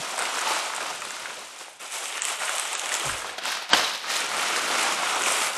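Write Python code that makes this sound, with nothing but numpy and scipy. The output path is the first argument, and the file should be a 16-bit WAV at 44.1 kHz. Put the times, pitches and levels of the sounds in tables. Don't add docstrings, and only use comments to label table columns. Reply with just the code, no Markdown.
import sys
import numpy as np
from scipy import signal
from scipy.fft import rfft, irfft
from scipy.io import wavfile
from scipy.ndimage import uniform_filter1d

SR = 44100
rng = np.random.default_rng(int(sys.argv[2]) if len(sys.argv) > 2 else 0)


def persist_wave(psi):
    counts = np.round(np.clip(psi, -1, 1) * 32767).astype(np.int16)
    wavfile.write(sys.argv[1], SR, np.atleast_2d(counts).T)


def convert_level_to_amplitude(level_db):
    exponent = np.asarray(level_db, float) / 20
    return 10 ** exponent


N = 245725


def evened(x):
    return x / np.sqrt(np.mean(x ** 2) + 1e-20)


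def read(points, hz):
    f, value = np.transpose(points)
    return np.interp(np.log(hz + 1), np.log(f + 1), value)


def add(mix, s, sound):
    part = mix[round(s * SR):][:len(sound)]
    part += sound[:len(part)]


def tent(t, s, before, after):
    return np.clip(np.minimum(1 + (t - s) / before, 1 - (t - s) / after), 0, 1)


def bumps(t, rows):
    return sum(db * tent(t, s, span / 2, span / 2) for s, db, span in rows)


def drift(per_s):
    span = int(SR / per_s)
    return evened(uniform_filter1d(uniform_filter1d(rng.standard_normal(N), span), span))


def burst(noise, hz, width_hz, t60, rise=0.00022):
    r = np.exp(-np.pi * width_hz / SR)
    t = np.arange(len(noise)) / SR
    ring = noise * convert_level_to_amplitude(-60 * t / t60) * np.minimum(t / rise, 1)
    for _ in range(2):
        ring = signal.lfilter([1, 0, -1], [1, -2 * r * np.cos(2 * np.pi * hz / SR), r * r], ring)
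    return ring / abs(ring).max()


def kicked(count, length, kick, at):
    return rng.standard_normal((count, length)) + kick * (np.arange(length) == at)


def creases(per_s, spread_db, clump_db, t60, ring, count=24):
    size = convert_level_to_amplitude(spread_db * np.minimum(rng.exponential(1, N), 3.3)) * (rng.random(N) < per_s / SR)
    size = size * convert_level_to_amplitude(clump_db * drift(83).clip(-2, 2))
    kind = rng.integers(0, count, N)
    noise = rng.standard_normal((count, 600))
    fade = convert_level_to_amplitude(-60 * np.arange(600) / SR / t60)
    flips = np.zeros(N)
    for k, hz in enumerate(np.geomspace(400, 11000, count)):
        rattle = evened(noise[k] * fade) + ring * evened(burst(noise[k], hz, 0.5 * hz, t60))
        flips += signal.oaconvolve(size * (kind == k), rattle)[:N]
    z = rfft(flips)
    return z / np.sqrt(uniform_filter1d(abs(z) ** 2, 150))


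def crumple(hz):
    broad = creases(per_s=2400, spread_db=2.5, clump_db=2.0, t60=0.018, ring=1.02)
    fine = creases(per_s=1500, spread_db=3.5, clump_db=2.0, t60=0.01, ring=0.95)
    slide = evened(rng.standard_normal(N) * convert_level_to_amplitude(0.84 * drift(13)))
    high = 1 / (1 + (3500 / (hz + 1)) ** 2)
    flips = np.sqrt(1 - high) * broad + np.sqrt(high) * fine
    grainy = read([(200, 0.72), (1000, 0.55), (4000, 0.44), (9000, 0.57)], hz).clip(0, 1)
    return grainy * flips + (1 - grainy) * rfft(slide) / np.sqrt(N)


# time in seconds, effort in dB, crispness in dB.
HAND_EFFORT = [(0, -36, 2), (.15, -36.5, 0), (.5, -31, -1.5), (.8, -36.5, -0.5), (.9, -35.5, -0.5),
               (1.0, -41, 1), (1.3, -41, 1.5), (1.9, -49, 3), (1.95, -38, 4), (2.85, -35, 0.5),
               (3.1, -35.5, 0), (3.35, -40, -1), (3.6, -39.5, -1), (4.0, -41.5, 2.5), (4.12, -33.5, -1.5),
               (4.85, -27, 1), (5.2, -32, -3.5), (5.57, -36, -7)]
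# peak in seconds, extra dB, rise in s, release in s, extra crispness in dB.
HAND_SQUEEZES = [(.198, 4, 0.019, 0.082, -2), (.512, 3, 0.091, 0.14, -0.5), (1.052, -1, .02, 0.13, 1),
                 (1.61, 2.5, 0.055, 0.037, 1), (1.84, 7, 0.058, 0.079, -2.5), (1.94, 3, 0.075, 0.042, 1),
                 (2.166, 0.5, .05, 0.055, -2), (2.3, 4, 0.062, 0.076, -2.5), (2.418, 2, 0.031, 0.3, -1),
                 (2.93, 5.5, 0.019, 0.081, 1.5), (3.384, 9.5, 0.0035, 0.012, 1), (3.06, 4, 0.016, 0.078, 2),
                 (3.464, 6.5, 0.061, 0.12, 0.5), (3.53, 4.5, 0.092, 0.089, 3),
                 (3.72, 11, 0.026, 0.039, -4.5), (3.749, 15.5, 0.024, 0.26, 2.5),
                 (3.956, 4.5, 0.016, 0.011, 1), (4.102, 3, 0.019, 0.084, 6.5),
                 (4.165, 0.5, 0.015, 0.12, 4.5), (4.4, 1.5, 0.073, 0.15, 0), (4.82, 0, 0.19, 0.2, -1),
                 (5.076, 3, 0.077, 0.13, -1.5), (5.29, 8, 0.11, 1, 4.5), (5.46, -0.5, 0.094, 0.036, 4.5)]
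# quietest point in seconds, depth in dB, fade in s, return in s.
HAND_LULLS = [(1.57, 3, 0.15, 0.043), (1.793, 10.5, 0.16, 0.0055), (2.09, 2.5, 0.025, 0.064),
              (2.206, 4, 0.037, 0.038), (2.384, 6, 0.064, 0.024), (2.806, 3, 0.07, 0.086),
              (3.372, 8, 0.064, 0.013), (3.406, 4.5, .02, .04), (3.678, 8, 0.043, 0.024),
              (3.746, -2, .008, 0.011), (4.02, 1, 0.097, .05), (4.296, 1.5, 0.065, 0.078),
              (4.63, 3, 0.074, 0.11), (5.19, -1, 0.061, 0.05), (1.0, 1, 0.11, 0.016),
              (3.0, 1, 0.059, 0.027), (4.966, 5, 0.045, 0.14), (5.528, 5.5, 0.054, 0.07)]


def hands(t):
    s, effort_db, crisp_db = np.transpose(HAND_EFFORT)
    effort_db, crisp_db = np.interp(t, s, effort_db), np.interp(t, s, crisp_db)
    for s, db, rise, release, edge_db in HAND_SQUEEZES:
        grip = tent(t, s, rise, release)
        effort_db, crisp_db = effort_db + db * grip, crisp_db + edge_db * grip
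    for s, db, fade, back in HAND_LULLS:
        effort_db = effort_db - db * tent(t, s, fade, back)
    return effort_db, crisp_db


FOLD_SPLITS = [170, 620, 1800, 5000]
# dB per dB of effort, dB per dB of crispness, level in dB in the box, lifted, tossed.
FOLD_LAYERS = [
    (0.52, 0.5, -40.5, -43.5, -44),
    (1.0, -0.5, -10.5, -11.5, -10),
    (1.0, -0.5, -1.5, -3, -2.5),
    (0.89, 0.3, -1.5, -0.5, 0),
    (0.95, 1, -5, -4, -7),
]
# frequency in Hz, density in dB per Hz.
BOX_COLOUR = [(30, -38), (150, -19), (400, -9), (700, -3), (1000, -2.5), (1380, -2), (1650, -8.5),
              (2400, -6.5), (3600, -9), (4300, -10), (6000, -7.5), (8200, -7), (11300, -14.5), (14200, -31)]
# frequency in Hz, density in dB per Hz.
LIFTED_COLOUR = [(30, -46), (150, -22.5), (400, -5), (700, 1), (1000, -0.5), (1380, -1), (1650, -9),
                 (2400, -9.5), (3600, -12), (4300, -16), (6000, -10), (8200, -5.5), (11300, -13.5),
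                 (14200, -31)]
# frequency in Hz, density in dB per Hz.
TOSSED_COLOUR = [(30, -25), (150, -15), (400, -9.5), (700, -1), (1400, 0), (2200, -4), (3700, -4),
                 (5600, -6.5), (6800, -10.5), (11500, -18.5), (14000, -27)]
# frequency in Hz, change in dB in the box, change in dB lifted.
NEXT_COLOUR = [(200, 0.1, 1.5), (500, -1, -2), (795, -2.5, -2.5), (1250, 0, -0.7), (2000, 1.5, 0),
               (3000, 0.1, -1), (4970, -0.3, -1), (10000, -0.3, 0.5)]
# time in seconds, place (0 box, 1 lifted, 2 tossed, 3 next in box, 4 next lifted).
PAPER_PLACE = [
    (0, 0),
    (1.5, 0),
    (1.8, 1),
    (3.2, 1),
    (3.42, 2),
    (4.04, 2),
    (4.3, 3),
    (5, 3),
    (5.2, 4),
]
# peak in seconds, extra rumble in dB, length in s.
BOX_NUDGES = [(0, 25, 0.18), (0.498, 10, 0.16), (0.976, 20, 0.38), (1.3, 12, 0.6), (1.77, 19, 0.15),
              (1.92, 9, .2), (2.348, 11.5, 0.4), (2.85, 10, .3), (4.066, 17, .2), (4.345, 16, 0.4),
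              (4.68, 14, .15), (4.9, 13, 0.46), (5.296, 18, 0.74)]
# peak in seconds, extra flap in dB, length in s.
SHEET_FLAPS = [(0.1, 1, .3), (0.562, -5.5, 0.59), (1.05, 4, 0.26), (1.4, 3.5, .3), (1.7, 3, 0.41),
               (2.1, 3, 0.27), (2.5, -5, 0.65), (2.8, -0.5, 0.27), (3.05, 2, .2), (3.295, 2.5, 0.39),
               (3.55, -6, 0.4), (3.763, 1.5, 0.23), (4.1, 0.5, 0.41), (4.4, -1.5, 0.4), (4.64, 4, 0.35),
               (5.1, -5.5, 0.23), (5.4, -2, 0.37)]


def rustle():
    hz, t = np.fft.rfftfreq(N, 1 / SR), np.arange(N) / SR
    sound = crumple(hz)
    below = [0] + [1 / (1 + (hz / edge) ** 6) for edge in FOLD_SPLITS] + [1]
    effort_db, crisp_db = hands(t)
    place = np.interp(t, *np.transpose(PAPER_PLACE))
    rumble_db = 2.9 * drift(7.5) + bumps(t, BOX_NUDGES)
    extra_db = [rumble_db, bumps(t, SHEET_FLAPS), 0, 0, 0]
    lean = np.array(NEXT_COLOUR)
    colours = [read(colour, hz) for colour in (BOX_COLOUR, LIFTED_COLOUR, TOSSED_COLOUR)]
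    colours += [colours[k] + read(lean[:, [0, k + 1]], hz) for k in range(2)]
    usual_db = -36
    out = np.zeros(N)
    for k, (follow, edge, *place_db) in enumerate(FOLD_LAYERS):
        level = convert_level_to_amplitude(usual_db + follow * (effort_db - usual_db) + edge * crisp_db + extra_db[k])
        band = sound * (below[k + 1] - below[k])
        for where, colour in enumerate(colours):
            gain = N / np.sqrt(2) / np.linalg.norm(band * convert_level_to_amplitude(colours[where % 3]))
            layer = irfft(band * convert_level_to_amplitude(colour), N) * gain
            here = np.maximum(1 - abs(place - where), 0)
            out += layer * level * convert_level_to_amplitude(place_db[where % 3]) * here
    return out


# start in seconds, peak in dB, ring in Hz, body in dB over the peak.
CREASE_TICKS = [(0.0473, -25, 6200, 2), (0.179, -17, 7930, -10), (0.191, -14, 8760, -20),
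                (0.7635, -17, 8340, -8), (0.866, -25, 7100, -8), (1.019, -24.5, 6030, -10),
                (1.052, -20, 8400, -5), (1.1064, -21, 6640, -6), (1.8003, -46, 9150, -8),
                (1.9863, -26, 7700, 0), (2.0566, -19, 7060, 1), (2.2198, -9, 7400, -8),
                (2.252, -9, 8060, -8), (2.2845, -19, 7600, 2.5), (2.583, -14.5, 7950, -15),
                (2.5968, -10, 8200, -3), (2.752, -14.5, 6900, 0), (2.7952, -15, 7600, -5),
                (2.8584, -16, 7730, -2), (2.8918, -15, 7260, -6), (2.9207, -20, 7960, -5),
                (2.9408, -12.5, 7300, -6), (2.9519, -12, 7300, 0), (2.998, -17, 8040, -10),
                (3.3812, -32, 5360, -8), (3.4545, -20.5, 8000, 4), (3.7326, -17, 6000, 11.5),
                (4.1659, -12.5, 5100, -7), (4.562, -20, 6040, -9), (5.237, -17, 6610, -9)]
# start in seconds, peak in dB, ring in Hz.
CREASE_FINE_TICKS = [(0.109, -24, 7790), (0.222, -19, 8000), (0.253, -19, 6280), (0.349, -22, 5650),
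                     (0.384, -20, 7800), (0.5726, -21, 6020), (0.6594, -24, 7080), (0.749, -22, 7750),
                     (1.1662, -27, 5950), (1.922, -25, 6390), (1.929, -23, 8260), (2.1234, -37, 8240),
                     (2.1789, -27, 9100), (2.2914, -18, 7820), (2.395, -24, 8350), (2.4545, -19.5, 8510),
                     (2.4946, -18, 7700), (2.5524, -18, 6850), (2.6524, -20, 7800), (2.7303, -16.5, 7840),
                     (2.817, -24, 6010), (2.9264, -20, 7140), (3.3294, -30, 7910), (3.4383, -29, 8720),
                     (4.1016, -26, 6300), (4.2043, -17, 8200), (4.3675, -20, 8520), (4.8115, -21, 8810),
                     (5.1113, -20.5, 7950), (5.1477, -20, 6000), (5.269, -18, 8430), (5.4151, -21, 8760)]


def ticks():
    out = np.zeros(N)
    rows = list(CREASE_TICKS) + [(*row, -9) for row in CREASE_FINE_TICKS]
    for s, db, hz, body_db in rows:
        bright, dull = kicked(2, 900, kick=5.0, at=12)
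        add(out, s, convert_level_to_amplitude(db) * burst(bright, hz, width_hz=2400, t60=0.009))
        add(out, s, convert_level_to_amplitude(db + body_db - 3.5) * burst(dull, 2250, width_hz=1600, t60=0.012))
    return out


# start in seconds, peak in dB, ring in Hz.
LARGE_POPS = [(0.222, -10.5, 1320), (0.371, -12.5, 1370), (0.473, -8.5, 675), (0.736, -10.5, 1300),
              (0.862, -14, 1330), (1.0195, -13.5, 1320), (1.166, -20, 1330), (1.257, -13, 1400),
              (2.193, -15.5, 2900), (2.433, -12.5, 1060), (2.48, -11, 1980), (2.596, -15, 1170),
              (2.919, -9, 2070), (3.094, -8.5, 1310), (3.382, -22, 1350), (3.455, -13, 920),
              (3.7, -28, 697), (3.846, -9, 3920), (3.949, -16, 3830), (4.101, -11, 1413),
              (4.162, -10, 3950), (4.217, -11, 2330), (4.532, -15.5, 1420), (4.562, -9.5, 1440),
              (4.786, -10, 1370), (4.812, -17, 1540), (5.032, -9.5, 734), (5.092, -19, 1280),
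              (5.356, -9, 2210), (5.469, -11, 1330)]
# start
# in seconds, peak in dB, ring in Hz.
BUNDLE_POPS = [(0.805, -13.5, 1310), (1.051, -17.5, 501), (1.108, -18, 1390), (1.8, -35, 1800),
               (2.179, -12, 1420), (2.283, -22, 1220), (2.402, -21, 1950), (2.493, -10, 1220),
               (2.549, -20, 2970), (2.752, -17, 1370), (2.816, -18, 1170), (3, -17, 3030),
               (3.115, -35, 1490), (3.151, -26, 805), (3.22, -12.5, 1390), (3.245, -17, 744),
               (3.293, -16, 1800), (3.329, -22, 1120), (3.398, -22, 1390), (3.525, -15.5, 1270),
               (3.548, -26, 1490), (3.571, -18, 1450), (3.77, -22, 1010), (3.795, -8, 883),
               (4.043, -19, 1190), (4.082, -18, 1770), (4.338, -10, 1260), (4.75, -18, 1370),
               (5.422, -14, 1360)]
# start in seconds, peak in dB, ring in Hz.
FURTHER_POPS = [(0.029, -27, 700), (0.141, -19, 659), (0.179, -17, 633), (0.19, -17, 1280),
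                (0.232, -19, 1360), (0.385, -15, 1390), (0.507, -26, 883), (0.539, -16, 921),
                (0.928, -23, 1300), (1.682, -25.5, 729), (1.905, -33, 1200), (1.932, -26, 945),
                (2.025, -27, 1100), (2.103, -19, 2340), (2.142, -19.5, 2350), (2.159, -22, 1340),
                (2.299, -23, 988), (2.418, -17.5, 1030), (2.837, -20, 802), (2.858, -18, 1280),
                (2.947, -20, 689), (3.06, -22, 1110), (4.065, -25, 1110), (4.315, -17, 1090),
                (4.605, -22, 1310), (4.844, -16, 1200), (4.865, -12, 1070), (4.988, -16, 940),
                (5.159, -18, 1400)]
# start in seconds, peak in dB, ring in Hz.
TIGHT_POPS = [(0.166, -23, 3340), (0.253, -15, 2540), (0.475, -26, 3130), (1.052, -23, 3530),
              (1.1403, -33, 3800), (1.3906, -35, 2900), (1.6467, -29, 2550), (2.1241, -23, 3240),
              (2.154, -19, 2620), (2.2437, -18, 2970), (2.6489, -34, 2710), (2.7134, -25, 2840),
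              (2.732, -22, 3250), (2.8415, -20, 3160), (3.0056, -16, 3090), (3.437, -21, 2900),
              (3.693, -25, 3240), (4.3954, -14, 2690), (4.793, -18, 2910), (5.0704, -18, 2700),
              (5.237, -21, 2890), (5.2594, -12, 2480), (5.2924, -24, 2670)]


def pops():
    out = np.zeros(N)
    rows = list(LARGE_POPS) + list(BUNDLE_POPS)
    rows += [(s, db + 2.5, hz) for s, db, hz in list(FURTHER_POPS) + list(TIGHT_POPS)]
    for (s, db, hz), noise in zip(rows, kicked(len(rows), 1500, kick=5.8, at=12)):
        add(out, s, convert_level_to_amplitude(db - 7.0) * burst(noise, hz, width_hz=950, t60=0.022))
    return out


# start in seconds, peak in dB.
EARLY_FOLDS = [(0.179, -19), (0.191, -19), (0.221, -15), (0.253, -16), (0.35, -18), (0.371, -12),
               (0.471, -16), (0.736, -17), (0.762, -14), (0.805, -19), (0.863, -18), (1.02, -19),
               (1.053, -17), (1.106, -16), (2.057, -17), (2.18, -14), (2.219, -12.5), (2.251, -24),
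               (2.251, -10), (2.283, -17), (2.402, -15), (2.434, -19), (2.48, -18), (2.582, -9),
               (2.597, -14), (2.751, -10), (2.795, -10), (2.817, -19), (2.858, -14), (2.892, -14),
               (2.92, -17), (2.94, -9), (2.997, -13), (3.091, -18), (3.221, -26), (3.295, -21),
               (3.381, -20), (3.437, -23), (3.455, -15), (3.693, -13)]
# start in seconds, peak in dB.
LATE_FOLDS = [(3.95, -24), (4.044, -22), (4.065, -20), (4.082, -18), (4.101, -21), (4.166, -16),
              (4.218, -12), (4.315, -18), (4.339, -17), (4.532, -15), (4.562, -8), (4.786, -14),
              (4.811, -20), (4.989, -23), (5.148, -17), (5.157, -16), (5.236, -13), (5.421, -11)]
# start in seconds, peak in dB.
CRUMPLE_SPIKES = [(0.4755, -11), (0.566, -12), (0.612, -13), (1.261, -15), (1.281, -20), (4.7945, -11),
                  (4.815, -11), (4.852, -14), (5.094, -15), (5.108, -14), (5.269, -17), (5.284, -16),
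                  (5.293, -14), (5.359, -11), (5.471, -10)]


def flicks():
    out = np.zeros(N)
    rows = list(EARLY_FOLDS) + list(LATE_FOLDS) + list(CRUMPLE_SPIKES)
    for (s, db), noise in zip(rows, kicked(len(rows), 400, kick=5.3, at=10)):
        add(out, s, convert_level_to_amplitude(db - 8.5) * burst(noise, 2370, width_hz=4900, t60=0.0074))
    return out


# start in seconds, level in dB.
LANDINGS = [
    (3.049, -34),
    (3.734, -49.5),
]
# frequency in Hz, width in Hz, level in dB, t60 in s.
SHAKE_MODES = [(230, 420, 1.5, 0.28), (125, 40, -3.5, 0.32), (75, 48, -11, 0.5), (54.7, 56, -6.5, 0.64),
               (29.8, 35, -15, 0.82)]


def thuds():
    out, t = np.zeros(N), np.arange(SR // 2) / SR
    boom_hz = 116.4 * (1 + 0.5 * np.exp(-t / 0.032))
    boom = np.sin(2 * np.pi * np.cumsum(boom_hz) / SR) * np.minimum(t / 0.01, 1) * convert_level_to_amplitude(-60 * t / 0.38)
    for s, db in LANDINGS:
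        add(out, s, convert_level_to_amplitude(db - 1.5) * boom)
        for hz, width_hz, part_db, t60 in SHAKE_MODES:
            noise = rng.standard_normal(SR // 2)
            add(out, s, convert_level_to_amplitude(db + part_db) * burst(noise, hz, width_hz, t60, rise=0.0071))
    return out


# start in seconds, level in dB, brightness (1 is neutral).
BLOWS = [
    (3.7323, 7, 0.45),
    (3.7342, 2, 2.68),
    (3.738, -3, 1.3),
    (3.741, -11, 1.3),
]
# frequency in Hz, level in dB, t60 in s before damping.
BOARD_MODES = [(704, -15, 0.12), (1220, 8.5, 0.11), (1586, 12, 0.12), (3110, 14.5, 0.073), (3400, 8, 0.05),
               (4700, 4, 0.071), (6560, -24, 0.067), (7960, -29, 0.17)]


def snap():
    out, t = np.zeros(N), np.arange(SR // 10) / SR
    damping = 0.079
    for s, db, bright in BLOWS:
        for hz, mode_db, t60 in BOARD_MODES:
            tilt_db = 8 * (bright - 1) * np.log2(hz / 2000)
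            fade_db = -60 * t / (damping * t60)
            add(out, s, convert_level_to_amplitude(db + mode_db + tilt_db - 16.0 + fade_db) * np.sin(2 * np.pi * hz * t))
    return signal.lfilter(*signal.butter(2, 300, "high", fs=SR), out)


# frequency in Hz, t60 in s.
ROOM_DECAY = [(200, 0.28), (1000, 0.79), (4000, 0.73), (12000, 0.14)]


def room(x):
    taps = np.zeros(SR // 2)
    at = np.arange(200, SR // 2 - 20, 20)
    taps[at + rng.integers(0, 20, len(at))] = rng.choice([-1., 1.], len(at))
    hz, t, z = signal.stft(taps, SR, nperseg=256)
    tail = signal.istft(z * convert_level_to_amplitude(-60 * t / read(ROOM_DECAY, hz)[:, None]), SR, nperseg=256)[1]
    return signal.fftconvolve(x, tail / np.linalg.norm(tail))[:N]


def scene():
    paper = rustle()
    clicks = ticks() + pops() + flicks()
    blows = thuds() + snap()
    echo = room(convert_level_to_amplitude(-17.0) * paper + convert_level_to_amplitude(-6.5) * clicks + convert_level_to_amplitude(-26) * blows)
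    hiss = signal.lfilter([1, -1], [1, -1.7, .72], rng.standard_normal(N))
    return (paper + clicks + blows + echo + convert_level_to_amplitude(-82) * evened(hiss))[None]


def thinned(x, from_hz=11600, edge_hz=14400, starve=.95, hole=.84):
    hz, t, z = signal.stft(x, SR, nperseg=2048)
    band = uniform_filter1d(uniform_filter1d(abs(z), 12, 0), 3, 1)
    usual = uniform_filter1d(band, 40, 0)
    strong = (abs(z) > starve * band) & (band > hole * usual)
    kept = strong | (hz < from_hz)[:, None]
    edge = 1 + (hz[:, None] / edge_hz) ** 90
    return signal.istft(z * kept / edge, SR, nperseg=2048)[1][:N]


# start in seconds, end in seconds, share lost.
TOP_DROPOUTS = [
    (2.199, 2.231, .88),
    (2.746, 2.778, .85),
    (3.705, 3.741, .98),
]


def top_dropped(x):
    dull = signal.oaconvolve(x, signal.firwin(255, 8800, fs=SR)[None], "same")
    t = np.arange(N) / SR
    lost = sum(share * np.clip(np.minimum(t - a, b - t) / 0.0035, 0, 1) for a, b, share in TOP_DROPOUTS)
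    return x + lost * (dull - x)


def low_pass(x):
    return signal.sosfilt(signal.butter(12, 15450, fs=SR, output="sos"), x)


def record(dry):
    ceiling = .51
    x = dry / (1 + abs(dry / ceiling) ** 4) ** .25
    x = thinned(x[0])[None]
    return low_pass(top_dropped(x))


dry = scene()
out = record(dry)
persist_wave(out)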